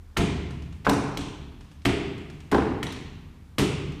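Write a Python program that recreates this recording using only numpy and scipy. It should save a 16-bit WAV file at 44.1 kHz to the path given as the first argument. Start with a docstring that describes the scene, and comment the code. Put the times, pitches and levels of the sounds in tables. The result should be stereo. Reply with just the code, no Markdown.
"""Hands and forearms strike a wooden training dummy in a large vaulted hall, five bouts in four seconds.
Over a low rumble, palms slap the trunk at 0.2 s and it thuds on its rails. At 0.9 s the loose wooden
arms also knock in their sockets. Another slap and thud land at 1.9 s, a flurry of slaps and knocks at
2.5 s, the last blows at 3.6 s. In most pauses between bouts the frame ticks faintly. The hall answers
every blow with wall echoes and a long tail."""
import sys
import numpy as np
from scipy import signal
from scipy.fft import rfft, irfft
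from scipy.io import wavfile

SR = 44100
rng = np.random.default_rng(int(sys.argv[2]) if len(sys.argv) > 2 else 0)


def transcribe(u):
    """Save the signal u as a 16-bit wav file named by the first command-line argument.

    u: samples, shape (n,) or (channels, n), limited to [-1, 1]; the rate is SR.
    q: integer samples, one column per channel.
    """
    v = np.clip(np.atleast_2d(u).T, -1, 1)
    q = np.round(v * 32767).astype(np.int16)
    wavfile.write(sys.argv[1], SR, q)


N = 176400


def from_db(db):
    """Decibels to gain."""
    return 10 ** (np.asarray(db) / 20)


def at_hz(points, hz):
    """Read a table on a log-frequency axis."""
    freqs, values = np.transpose(points)
    return np.interp(np.log(hz), np.log(freqs), values)


def add(out, start_s, x):
    """Mix a sound in at a time."""
    i = int(start_s * SR)
    x = x[..., :out.shape[1] - i]
    out[:, i:i + x.shape[-1]] += x


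def decay(t, t60_s):
    """Exponential fall, 60 dB in t60_s."""
    return np.exp(-np.log(1000) * t / t60_s)


def smooth(x, tau_s):
    """One-pole smoothing."""
    pole = np.exp(-1 / (tau_s * SR))
    return signal.lfilter([1 - pole], [1, -pole], x)


# Each row: frequency in Hz, left-right correlation.
CORRELATION = [(100, 1), (250, 0.9), (500, 0.82), (1000, -0.0034), (2000, -0.17), (4000, 0.052)]


def noise(spectrum, size):
    """Coloured stereo noise of rms 1, alike in the bass and unrelated in the treble."""
    hz = np.maximum(np.arange(size // 2 + 1) * SR / size, 1)
    mid, side = rfft(rng.standard_normal((2, size)))
    alike = np.clip(at_hz(CORRELATION, hz), -.999, .999)
    stereo = np.sqrt(1 + alike) * mid + np.sqrt(1 - alike) * side * [[1], [-1]]
    rolloff = np.minimum(hz / spectrum[0][0], 1) ** 2 * np.minimum(spectrum[-1][0] / hz, 1) ** 2
    x = irfft(stereo * from_db(at_hz(spectrum, hz)) * rolloff, size)
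    return x / x.std()


def burst(spectrum, rise_s, t60_s, size=SR // 2):
    """Noise that swells quickly and dies."""
    t = np.arange(size) / SR
    return noise(spectrum, size) * (1 - np.exp(-t / rise_s)) * decay(t, t60_s)


PULSE_HALF_S = .002


def pulse(hz, width_cycles):
    """One push of pressure between two shallow dips, peak 1."""
    t = np.arange(-PULSE_HALF_S, PULSE_HALF_S, 1 / SR)
    return np.cos(2 * np.pi * hz * t) / np.cosh(2 * hz * t / width_cycles)


def ring(modes, tilt_db_oct, scatter_db):
    """Struck modes, each with a strength that changes from blow to blow."""
    hz, db, t60_s = np.transpose(modes)[:, :, None]
    t = np.arange(int(t60_s.max() * SR)) / SR
    tilted_db = db + tilt_db_oct * np.log2(hz / hz.mean())
    gain = from_db(tilted_db + scatter_db * rng.standard_normal(hz.shape))
    polarity = (-1) ** np.arange(len(hz))[:, None]
    return (gain * polarity * np.sin(2 * np.pi * hz * t) * decay(t, t60_s)).sum(0)


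# Each row: frequency in Hz, relative density in dB.
RUMBLE_SPECTRUM = [(20, -37), (36, 11.5), (50, -9), (78, 7.5), (120, -15), (220, -12), (600, -28.5),
                   (1000, -25), (15000, -46)]


def rumble(rms_db=-47):
    """Steady low noise in the hall."""
    return from_db(rms_db) * noise(RUMBLE_SPECTRUM, N)


# Each row: frequency in Hz, tail level against the direct sound in dB.
TAIL_LEVELS = [(50, -9), (80, -4), (150, -2), (400, -5.5), (1000, -1), (1700, -4), (2500, 3), (3400, -1),
               (5000, -3.5), (9000, -2), (14000, -22)]
# Each row: frequency in Hz, t60 in seconds.
TAIL_DECAYS = [(60, 1.5), (160, 2.46), (420, 0.88), (1100, 1.225), (2900, 1.114), (7700, 0.71),
               (13000, 0.19)]


def hall_tail(x, build_s=0.014):
    """The hall stores energy band by band and returns it as a diffuse tail; treble dies first."""
    edges_hz = np.geomspace(240, 16200, 41) - 200
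    whites = [noise([(1, 0), (SR, 0)], N) for _ in range(3)]
    out = np.zeros((2, N))
    for k, (low, high) in enumerate(zip(edges_hz, edges_hz[1:])):
        hz = np.sqrt(low * high)
        band = signal.butter(2, [low, high], "band", fs=SR, output="sos")
        power = signal.sosfilt(band, x + 1e-9 * whites[0][0]) ** 2
        drain_s = at_hz(TAIL_DECAYS, hz) / (2 * np.log(1000))
        stored = smooth(smooth(power, build_s), drain_s)
        field = signal.sosfilt(band, whites[k % len(whites)])
        out += from_db(at_hz(TAIL_LEVELS, hz)) * np.sqrt(stored) * field / field.std()
    return out


# Wall and vault. Each row: delay in seconds, level in dB.
REFLECTIONS = [(0.0112, -18.5), (0.037, -15)]
# Each row of both: frequency in Hz, relative density in dB.
ECHO_SPECTRUM = [(100, -3), (10000, -12.5), (15000, -24)]
VAULT_SPECTRUM = [(120, -14), (200, -11.5), (300, 0), (440, -1.5), (600, -13.5), (1200, -9)]


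def echoes(x, boom_db=-20):
    """Near surfaces return dull, smeared copies; standing waves under the vault hold the wood's pitch."""
    boom = burst(VAULT_SPECTRUM, rise_s=0.013, t60_s=0.98, size=2 * SR)
    response = from_db(boom_db) * boom / np.linalg.norm(boom[0])
    for delay_s, db in REFLECTIONS:
        echo = burst(ECHO_SPECTRUM, rise_s=0.0003, t60_s=0.012)
        add(response, delay_s, from_db(db) * echo / np.linalg.norm(echo[0]))
    return signal.fftconvolve(x, response, axes=1)[:, :N]


# Each row: start in seconds, level in dB.
FRAME_TICKS = [(0.5068, -41), (0.622, -43.5), (0.7248, -46), (1.608, -46), (1.7149, -48.5), (1.8186, -49.5),
               (2.1791, -41.5), (2.2995, -41.5), (2.4039, -44), (3.92, -42.5)]
# Each row: frequency in Hz, relative density in dB.
TICK_SPECTRUM = [(500, 4), (2000, 2), (5500, -3), (9000, -10), (15000, -30)]


def frame_ticks():
    """In most pauses between bouts the settling frame ticks faintly."""
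    out = np.zeros((2, N))
    for start_s, db in FRAME_TICKS:
        add(out, start_s, from_db(db) * burst(TICK_SPECTRUM, rise_s=0.00022, t60_s=0.053))
    return out


# Each row: start in seconds, level in dB, tilt in dB per octave, pitch ratio.
TRUNK_THUDS = [(0.172, -28.5, -2, 1), (0.191, -24, -1, 1.005), (0.872, -33.5, -3.5, 1),
               (0.896, -26, 2.5, 1.03), (1.173, -37, 3, 1.02), (1.8524, -26, 4.5, 0.99),
               (1.864, -26.5, 2.5, 1.01), (2.522, -25, 6, 1), (2.549, -27, -1, 1), (2.83, -38, -1, 1),
               (3.587, -28, -3, 1.01), (3.608, -27.5, 1.5, 1.015)]
# Each row: frequency in Hz, level in dB, t60 in seconds.
TRUNK_MODES = [(73.65, -7.5, 1.78), (83.5, -6.5, 0.55), (135.6, -0.5, 0.67), (164.2, -10, 0.46),
               (273.9, -0.5, 0.39), (290.8, -6.5, 0.47), (330.7, -11.5, 0.14), (390.4, -9.5, 0.66),
               (418, -10, 0.5), (685, -10.5, 0.35)]
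# Each row: frequency in Hz, relative density in dB.
SHUDDER_SPECTRUM = [(65, 3), (140, -2.5), (420, 0.5), (560, -23), (900, -12), (1800, -23)]


def trunk_thuds(swell_s=0.0013, shudder_boost_db=3.5):
    """The trunk booms on its rails, its pitch set by the hand's place and pressure; the frame shudders."""
    out = np.zeros((2, N))
    for start_s, db, tilt_db_oct, pitch in TRUNK_THUDS:
        modes = [(hz * pitch, mode_db, t60_s) for hz, mode_db, t60_s in TRUNK_MODES]
        boom = ring(modes, tilt_db_oct, scatter_db=2.5)
        swell = 1 - np.exp(-np.arange(len(boom)) / SR / swell_s)
        shudder = burst(SHUDDER_SPECTRUM, rise_s=0.0023, t60_s=0.29)
        add(out, start_s, from_db(db) * boom * swell)
        add(out, start_s, from_db(db + shudder_boost_db) * shudder)
    return out


# Each row: start in seconds, ring in dB, clack peak in dB, clack centre in Hz, rattle in dB.
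ARM_KNOCKS = [(0.8676, -24.5, -4, 1190, -18.5), (0.8723, -25, -13.5, 1800, -27),
              (0.8828, -25.5, -17, 850, -30), (0.8959, -23.5, -13, 620, -51), (0.915, -29.5, -16, 900, -32),
              (2.52, -34.5, -17, 595, -31), (2.527, -30.5, -11, 907, -20.5),
              (2.5318, -29.5, -15, 1540, -29), (2.5468, -30.5, -13, 1050, -18),
              (2.5506, -25, -13, 450, -25), (2.5835, -29.5, -12.5, 990, -27), (2.6225, -37, -23, 900, -27),
              (3.596, -35, -17, 1310, -23)]
# Each row: frequency in Hz, level in dB, t60 in seconds.
ARM_MODES = [(208.2, 0.5, 0.14), (279.7, -2, 0.36), (435.1, -1.5, 0.32), (462, -15, 0.3), (591, -8, 0.17),
             (710, -4, 0.085), (771, -3, 0.092), (800, -1.5, 0.083), (896, -1.5, 0.094), (983, 2.5, 0.043),
             (1120, -10.5, 0.076), (1477, -9.5, 0.096), (1640, 0, 0.027)]
# Each row: frequency in Hz, relative density in dB.
RATTLE_SPECTRUM = [(500, 8.5), (900, -12), (1550, 7.5), (2100, -3.5), (3000, -9.5)]


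def arm_knocks(neutral_hz=790):
    """A loose arm clacks in its socket, rattles and rings; a harder, higher clack rings brighter."""
    out = np.zeros((2, N))
    for start_s, ring_db, clack_db, clack_hz, rattle_db in ARM_KNOCKS:
        tilt_db_oct = 4 * np.log2(clack_hz / neutral_hz)
        add(out, start_s - PULSE_HALF_S, from_db(clack_db) * pulse(clack_hz, width_cycles=0.58))
        add(out, start_s, from_db(rattle_db) * burst(RATTLE_SPECTRUM, rise_s=0.00029, t60_s=0.028))
        add(out, start_s, from_db(ring_db) * ring(ARM_MODES, tilt_db_oct, scatter_db=3.5))
    return out


# Each row: start in seconds, crack peak in dB, smack in dB, centre of crack and ring in Hz,
# smack t60 in seconds, smack tilt in dB per octave, wood ring in dB.
PALM_SLAPS = [(0.1661, -38, -38, 1400, 0.0085, 1, -31), (0.1698, -7, -19.5, 2250, 0.096, 0.5, -23.5),
              (0.1711, -20, -36, 3830, 0.018, 8, -23.5), (0.8478, -31, -30, 2200, 0.28, -3, -51),
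              (0.8915, -24, -26.5, 4200, 0.03, 6, -32), (0.8951, -26, -16, 5940, 0.024, 4, -20.5),
              (0.8976, -25, -20, 4200, 0.023, -2, -33.5), (1.1729, -12, -23, 3840, 0.03, 2, -27),
              (1.8508, -39, -22, 1800, 0.11, -0.5, -42), (1.8563, -2.5, -20, 2480, 0.038, 1, -23.5),
              (2.5146, -32, -26, 1800, 0.069, 0.5, -40), (2.5449, -17, -26, 2980, .04, -4, -36),
              (2.829, -16.5, -25, 2280, 0.054, 1, -29), (2.868, -36, -44, 4264, 0.024, 1.5, -26.5),
              (2.923, -45, -30.5, 4800, 0.04, 1, -40), (3.5825, -15, -20.5, 2300, 0.19, 1.15, -34),
              (3.5842, -7.5, -16, 3420, 0.027, -22, -22.5)]
# Each row: frequency in Hz, relative density in dB.
SMACK_SPECTRUM = [(200, -18), (600, -1), (1200, 0), (2000, 3.5), (3200, -3), (5000, -6), (8000, -11.5),
                  (11000, -15.5), (15000, -22)]
# Bright modes of the trunk. Each row: frequency in Hz, level in dB.
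WOOD_MODES = [(1350, 7), (1800, 0.5), (2250, -4.5), (2950, -6), (3330, -0.5), (3880, -2), (4250, -12),
              (5900, -3)]


def palm_slaps(wood_t60_s=0.023, width_oct=0.4):
    """Air trapped under the palm cracks, flesh smacks, and wood modes near the crack's pitch ring."""
    out = np.zeros((2, N))
    for start_s, crack_db, smack_db, centre_hz, t60_s, tilt_db_oct, wood_db in PALM_SLAPS:
        spectrum = [(hz, db + tilt_db_oct * np.log2(hz)) for hz, db in SMACK_SPECTRUM]
        modes = []
        for hz, db in WOOD_MODES:
            detuning = np.log2(hz / centre_hz) / width_oct
            modes.append((hz, db - 10 * np.log10(1 + detuning ** 2), wood_t60_s))
        add(out, start_s - PULSE_HALF_S, from_db(crack_db) * pulse(centre_hz, width_cycles=0.36))
        add(out, start_s, from_db(smack_db) * burst(spectrum, rise_s=0.00085, t60_s=t60_s))
        add(out, start_s, from_db(wood_db) * ring(modes, tilt_db_oct=3.5, scatter_db=2.0))
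    return out


def scene(left_lag_s=0.00006):
    """The dummy stands a little to the right, so its sound reaches the left channel later."""
    dummy = palm_slaps() + arm_knocks() + trunk_thuds() + frame_ticks()
    t = np.arange(N) / SR
    direct = np.array([np.interp(t - left_lag_s, t, dummy[0]), dummy[1]])
    return direct + echoes(dummy) + hall_tail(dummy[0]) + rumble()


def record(dry):
    """Clip at full scale, then cut the treble above 16.2 kHz."""
    lowpass = signal.cheby2(14, 70, 16200, fs=SR, output="sos")
    return signal.sosfilt(lowpass, np.clip(dry, -1, 1))


dry = scene()
out = record(dry)
transcribe(out)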